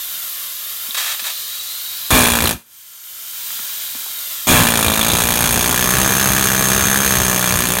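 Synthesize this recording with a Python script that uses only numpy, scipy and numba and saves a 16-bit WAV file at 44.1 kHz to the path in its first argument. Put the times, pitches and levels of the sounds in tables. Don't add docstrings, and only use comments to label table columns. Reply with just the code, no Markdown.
import sys
import numpy as np
from scipy import signal
from scipy.fft import rfft, irfft
from scipy.io import wavfile
from scipy.ndimage import uniform_filter1d, map_coordinates
from numba import njit

SR = 44100
rng = np.random.default_rng(int(sys.argv[2]) if len(sys.argv) > 2 else 0)


def rack_gain(trim_db):
    fader = np.asarray(trim_db, float)
    return 10 ** (fader / 20)


def persist_wave(psi):
    counts = np.round(np.clip(psi, -1, 1) * 32767).astype(np.int16)
    wavfile.write(sys.argv[1], SR, np.atleast_2d(counts).T)


N = 343980
TIME = np.arange(N) / SR

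# time_s, strokes_per_s
PISTON = [
    [(2.105, 64.14), (2.25, 59.4), (2.53, 56.39)],
    [(4.4707, 62.62), (4.93, 53.24), (5.14, 58.53), (5.72, 59.69), (6.08, 66.27), (6.69, 64.86),
     (7.03, 67.99), (7.19, 62.73), (7.8, 60.33)],
]
# valve_opening_s, valve_closing_s, blow_db
TRIGGER = [
    (0.0005, 0.017, -19),
    (0.03, 0.004, -18.5),
]
BLOW_DRIFT_DB_PER_S, CRACKED_OPEN_DB, CLOSED_DB = 0.02, -15, -8
# time_s, bite_depth (0-1), brick_contact_db, shank_freedom_db
SEAT = [
    [(2.105, 0, -2, -18), (2.18, 0.02, -1.5, -26), (2.31, .13, -3.5, -23), (2.53, 0.47, -10, -14)],
    [(4.47, 0.3, -16, -5), (4.58, 0, 3, -15), (4.8, 0.27, -8, -14), (5.0, 0.28, -6, -9),
     (5.1, 0.52, -13, -7), (5.7, 0.58, -6.5, -6.5), (5.9, 0.86, -2.5, -6), (6.84, 0.86, -1, -2.5),
     (7.8, 0.85, -5, -7)],
]
# pitch_hz, level_db (per Hz)
STROKE_COLOUR = [(150, -32), (250, -19), (450, 9), (1330, 1), (1750, 1), (2090, -8), (2400, -4.5),
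                 (3460, -3.5), (4990, -9.5), (6470, -5.5), (7700, -6.5), (10500, -4.5), (13500, -8),
                 (16000, -8)]
# pitch_hz, width_hz, level_db
BRICK_MODES = [(1080, 91, 1.5), (1700, 220, 7), (2410, 27, 2), (1150, 160, -28)]
BARREL_MODES = [(6980, 190, -0.5), (8860, 300, 1.5), (9420, 97, 7.5), (12800, 1150, 1.5), (15734, 45, -7)]
RATTLE_MODES = [(2386, 127, -1), (2753, 124, -8), (3376, 156, -2.5), (4220, 670, -13.5)]
VALVE_MODES = [(585, 420, 0.5), (1220, 440, -1), (790, 52, -31)]
SLAB_HZ, SLAB_DB, SHANK_HZ = (244.7, 181.3), (-1.5, -3.5), (6570, 6360)
RATTLE_DB, VALVE_DB = (1.5, -7), (23, 18.5)
# start_s, end_s, from_hz, to_hz, level_db
CHATTER = [
    (2.434, 2.53, 3900, 3550, 21),
    (4.8, 5.26, 3370, 4000, 22.5),
]
# start_s, length_s, level_db
SCRAPE = [
    (0.943, 0.01, -26),
    (0.966, 0.16, -27),
    (1.134, .015, -35),
    (1.192, 0.011, -31),
    (1.239, 0.043, -29),
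    (1.296, .01, -34),
]
SCRAPE_ATTACK_S, SCRAPE_RELEASE_S = 0.0034, 0.015
# pitch_hz, width_hz, level_db
SCRAPE_MODES = [(576, 300, -9.5), (1250, 290, 0), (1740, 160, 6), (2640, 380, -0.5), (3240, 130, 8),
                (3830, 210, 4), (4370, 250, 4.5), (7200, 17000, -3.5)]
# time_s, peak_db, pitch_hz,
# width_hz
TAPS = [(.003, -50, 40, 12), (.885, -39, 232, 37), (.908, -14, 3730, 400), (1.22, -43, 238, 47),
        (3.505, -16.5, 1300, 1300), (3.592, -20, 1400, 1500), (3.598, -36.5, 200, 110),
        (3.95, -33.5, 242, 65), (3.95, -29, 900, 620), (4.063, -26.5, 500, 740), (4.482, 2, 4000, 11000),
        (4.474, -19, 198, 73), (2.454, 13.5, 4170, 280), (2.472, 18, 2970, 1000), (2.543, -1, 13000, 3000),
        (4.882, 15, 3530, 200), (4.935, 13, 3540, 320), (5.011, 15, 3460, 140), (5.101, 12.5, 3540, 260)]
# time_s, level_db (over the steady blast)
GUSTS = [(2.14, 13.5), (2.446, 11.5), (4.531, 7.5), (4.61, 9.5), (4.87, 5), (5.13, 7.5), (5.3, 2),
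         (5.45, 5), (5.57, 7.5), (5.72, 6.5), (5.97, 6), (6.28, 6.5), (6.61, 4), (6.76, 4), (7.2, 8),
         (7.55, 5.5), (7.8, 8)]
BLAST_DB, GUST_S = -27, 0.027
# time_s, aim (at the microphone, 0-1), top_hz, echo_ms (off the brick)
LEAK = [(0, 0.56, 12600, 1.1), (.5, 0.63, 11900, 1.94), (.88, 0.57, 12000, 1.28), (1.0, 0.6, 13200, 1.04),
        (1.35, 0.98, 13400, 1.7), (2.1, 0.97, 13200, 1.17), (2.65, 0.1, 13200, 1.25),
        (3.2, 0.3, 12900, 1.37), (3.4, 0.53, 14800, 1.22), (3.8, 0.61, 13900, 1.24),
        (4.1, 0.68, 13000, 1.27), (4.47, .55, 12800, 1.6)]
# pitch_hz, level_db (per Hz)
LEAK_COLOUR = [(24, -53), (40, -20.5), (145, -19), (350, -22.5), (580, -14.5), (750, -18.5), (1200, -3.5),
               (2600, -11), (3100, -2), (4900, -7), (6900, -9), (10400, -4.5), (11500, -1.5), (15800, -2)]
# pitch_hz, width_hz, level_db
LEAK_PEAKS = [(3190, 150, -38), (6090, 550, 2), (6900, 710, 0), (8720, 510, 4), (14800, 510, -43)]
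LEAK_DB, WHISTLE_DB, WHISTLE_HZ, TOP_DB = (-21.5, -23.5), (-10.5, 4.5), (3400, 3900), (1.5, 1.5)
# time_s, gain_db
DIVE = [(0.0, -1.0), (0.05, -6), (0.1, -12.5), (0.21, -20.5)]
# time_s, gain_db
CLIMB = [(0.11, -29.5), (0.21, -18), (0.47, -12.5), (0.97, 0)]
GAIN_SAG_DB, DUCKED_DB, TOP_HZ = -2.5, -24.5, 15780


def columns(*tables):
    time_s, *cols = np.concatenate(tables).T
    return [np.interp(TIME, time_s, col) for col in cols]


def between(ends, share):
    return ends[0] + (ends[1] - ends[0]) * share


def unit(x):
    return x / np.sqrt(np.mean(x ** 2))


def noise():
    return rng.standard_normal(N)


def coloured(points):
    hz, db = np.transpose(points)
    shape_db = np.interp(np.log(np.fft.rfftfreq(N, 1 / SR) + 1), np.log(hz), db)
    return unit(irfft(rfft(noise()) * rack_gain(shape_db), N))


@njit
def svf(x, hz, width):
    y, b, l = np.empty(len(x)), 0., 0.
    for i in range(len(x)):
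        g, k = np.tan(np.pi * hz[i] / SR), width / hz[i]
        v = (b + g * (x[i] - l)) / (1 + g * (g + k))
        b, l, y[i] = 2 * v - b, l + 2 * g * v, k * v
    return y


def band(x, hz, width):
    centre = np.clip(hz + np.zeros(len(x)), 10, .45 * SR)
    return svf(x + 1e-18, centre, float(max(width, 5)))


def body(x, modes):
    return sum((-1) ** k * rack_gain(db) * band(x, hz, width) for k, (hz, width, db) in enumerate(modes))


def fade(x, tau_s):
    return signal.lfilter([1], [1, -np.exp(-1 / (tau_s * SR))], x)


def walk(rate):
    k = int(SR / rate)
    held = np.repeat(rng.standard_normal(N // k + 1), k)
    return unit(uniform_filter1d(uniform_filter1d(held, k), k)[:N])


def impulses(times, sizes):
    at = (times * SR).astype(int)
    return np.bincount(at[at < N], sizes[at < N], N)


def chisel():
    times = stroke_times()
    chance = rng.standard_normal((5, len(times)))
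    period = np.clip(np.diff(times, append=times[-1] + .018), .014, .019)
    times = times + .0004 + .0001 * chance[0]
    flip = times - .3 * (period - .0145)
    flip_back = flip + .41 * period
    blow_size, return_size, flip_size = rack_gain(chance[1]), rack_gain(1.5 * chance[3]), rack_gain(1.2 * chance[4])
    strokes = impulses(times, blow_size)
    rebound = impulses(flip_back + .0003 * chance[2], return_size)
    pops = impulses(flip, flip_size) + rack_gain(-8) * impulses(flip_back, return_size)
    shoves = impulses(flip, rack_gain(chance[4]))

    running = fade(strokes, .03)
    size = rack_gain(pressure_db() - DUCKED_DB) * np.clip(.5 + 1.5 * np.roll(running, 1), 0, 1)
    push = 1.2 * size
    blow, rebound = strokes * size, rebound * size
    crack = fade(fade(blow, .00035), .0005) / (.00022 * SR)
    crack = crack + rack_gain(-14) * fade(rebound, .0022)
    vent = fade(fade(blow, 0.002), 0.007) / (0.0024 * SR)
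    hit = np.roll(blow, 30) + rack_gain(-12) * rebound

    bite, brick_db, ring_db = columns(*SEAT)
    bright = stroke_air(crack, vent) + barrel(crack) + rattle(crack, vent, bite)
    bright = bright + shank(hit, bite, ring_db) + spring(crack)
    heavy = brick(hit, crack, brick_db) + slab(shoves * push, bite) + valve(pops * push, bite)
    building = np.minimum(uniform_filter1d(running, 1200, origin=599), 1.8 * running ** 2)
    return bright, heavy, building


def stroke_times():
    times = []
    for speed in PISTON:
        on = (TIME >= speed[0][0]) & (TIME < speed[-1][0])
        count = np.cumsum(columns(speed)[0][on]) / SR
        times.append(np.interp(np.arange(int(count[-1]) + 1), count, TIME[on]))
    return np.concatenate(times)


def pressure_db():
    rows = []
    for speed, (open_s, close_s, db) in zip(PISTON, TRIGGER):
        start, stop = speed[0][0], speed[-1][0]
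        end_db = db + BLOW_DRIFT_DB_PER_S * (stop - start)
        rows += [(start, db + CRACKED_OPEN_DB), (start + open_s, db)]
        rows += [(stop - close_s, end_db), (stop, end_db + CLOSED_DB)]
    return columns(rows)[0]


def stroke_air(crack, vent):
    air = (rack_gain(11.5) * crack + rack_gain(4.5) * vent) * coloured(STROKE_COLOUR)
    return air - .85 * band(air, 600, 1500)


def barrel(crack):
    return rack_gain(16.5) * body(crack * noise(), BARREL_MODES)


def rattle(crack, vent, bite):
    shake = (crack + rack_gain(-4.5) * vent) * noise()
    return rack_gain(between(RATTLE_DB, bite) + 18.5) * body(shake, RATTLE_MODES)


def shank(hit, bite, ring_db):
    ring_hz = between(SHANK_HZ, bite)
    return rack_gain(ring_db + 48.0) * band(band(hit, ring_hz, 73), ring_hz, 400)


def spring(crack):
    out = 0
    for start, end, from_hz, to_hz, db in CHATTER:
        share = np.clip((TIME - start) / (end - start), 0, 1)
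        swell = np.sqrt(np.sin(np.pi * share).clip(0))
        out = out + rack_gain(db) * swell * band(crack * noise(), between((from_hz, to_hz), share), 280)
    return out


def brick(hit, crack, brick_db):
    return rack_gain(brick_db + 32.5) * body(hit + rack_gain(-22.5) * crack * noise(), BRICK_MODES)


def slab(shove, bite):
    hz = between(SLAB_HZ, bite)
    thud = band(shove, hz, 36.0)
    thud = thud - rack_gain(-7.5) * band(shove, 2 * hz, 52.5) - rack_gain(-10) * band(shove, 0.605 * hz, 25)
    return rack_gain(between(SLAB_DB, bite) + 45.5) * thud


def valve(pops, bite):
    return rack_gain(between(VALVE_DB, bite)) * body(fade(pops, 0.000067), VALVE_MODES)


def scrape():
    grit = noise() * rack_gain(1.8 * rng.exponential(size=N)) * rack_gain(1.2 * walk(120))
    drag = 0
    for start, length, db in SCRAPE:
        rise = np.clip((TIME - start) / SCRAPE_ATTACK_S, 0, 1)
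        fall = np.exp(-np.clip(TIME - start - length, 0, 1) / SCRAPE_RELEASE_S)
        drag = drag + rack_gain(db) * rise * fall
    return rack_gain(6.5) * drag * unit(body(grit, SCRAPE_MODES))


def taps():
    out = np.zeros(N)
    length = SR // 8
    for start, peak_db, hz, width in TAPS:
        burst = rng.standard_normal(length) * np.exp(-np.arange(length) / (0.0015 * SR))
        knock = band(band(burst, hz, 3 * width), hz, width)
        at = int(start * SR)
        out[at:at + length] += rack_gain(peak_db) * knock / np.abs(knock).max()
    return out


def buffet(running):
    gust = band(band(noise(), 74, 97), 55, 60) + rack_gain(1.5) * band(noise(), 83, 114)
    puffs_db = sum(db * np.exp(-((TIME - s) / GUST_S) ** 2) for s, db in GUSTS)
    level_db = BLAST_DB + puffs_db - DUCKED_DB + 0.71 * walk(25) - 8
    return rack_gain(level_db) * running * unit(gust)


def leak():
    aim, top_hz, echo_ms = columns(LEAK)
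    base = coloured(LEAK_COLOUR) * rack_gain(0.52 * walk(29.9))
    peaks = rack_gain(-8.5 + 1.2 * walk(1.7)) * unit(body(noise(), LEAK_PEAKS))
    whistle = unit(band(noise(), between(WHISTLE_HZ, aim), 318))
    whistle = rack_gain(-9 + between(WHISTLE_DB, aim) + 0.57 * walk(11)) * whistle
    top = unit(band(band(noise(), top_hz, 4000), top_hz, 4000))
    top = rack_gain(-8.5 + between(TOP_DB, aim) + 1.4 * walk(9)) * top
    jet = base + peaks + whistle + top

    def echo(delay_ms):
        return map_coordinates(jet, [(TIME - delay_ms / 1000) * SR], order=3)

    off_tool, off_brick, off_floor = echo(np.full(N, .4)), echo(echo_ms), echo(2.85 + .02 * walk(2))
    return rack_gain(between(LEAK_DB, aim) - 2.5) * (jet + .25 * off_tool + .24 * off_brick + .2 * off_floor)


def garage(x, near_db):
    t = TIME[:SR]

    def fall(t60_s):
        return np.exp(-np.log(1000) * t / t60_s)

    near = rack_gain(near_db) * rng.standard_normal(SR) * fall(0.34)
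    far = rack_gain(-48) * band(rng.standard_normal(SR), 1500, 4000) * fall(.35)
    mode = rack_gain(-77) * np.sin(2 * np.pi * 113 * t) * fall(0.75)
    return x + signal.fftconvolve(x, (near + far + mode) * (t > .003))[:N]


def scene():
    bright, heavy, running = chisel()
    mono = garage(heavy, near_db=-44)
    mono = mono + garage(bright + scrape() + taps(), near_db=-40.5)
    mono = mono + buffet(running) + leak()
    return np.array([mono, mono])


def phone_gain_db():
    rows = []
    for speed in PISTON:
        start, stop = speed[0][0], speed[-1][0]
        rows += [(start + s, db) for s, db in DIVE]
        rows += [(stop, DIVE[-1][1] + GAIN_SAG_DB)]
        rows += [(stop + s, db) for s, db in CLIMB]
    return columns(rows)[0]


@njit
def limit(x, top, release):
    y, e = np.empty(len(x)), 0.
    for i in range(len(x)):
        e = max(abs(x[min(i + 8, len(x) - 1)]), abs(x[i]), e * release)
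        y[i] = x[i] * min(1., top / (e + 1e-9))
    return y


def roll_off(x):
    return signal.sosfilt(signal.butter(12, 16890, fs=SR, output="sos"), x)


def record(dry):
    mono = dry[0] - .42 * band(dry[0], 10550, 800)
    mono = signal.sosfilt(signal.butter(2, 38, "high", fs=SR, output="sos"), mono)
    mono = limit(mono * rack_gain(phone_gain_db()), 0.86, np.exp(-1 / (0.004 * SR)))
    mono = signal.sosfilt(signal.ellip(8, .2, 70, TOP_HZ, fs=SR, output="sos"), mono)
    return roll_off(np.array([mono, mono]))


dry = scene()
out = record(dry)
persist_wave(out)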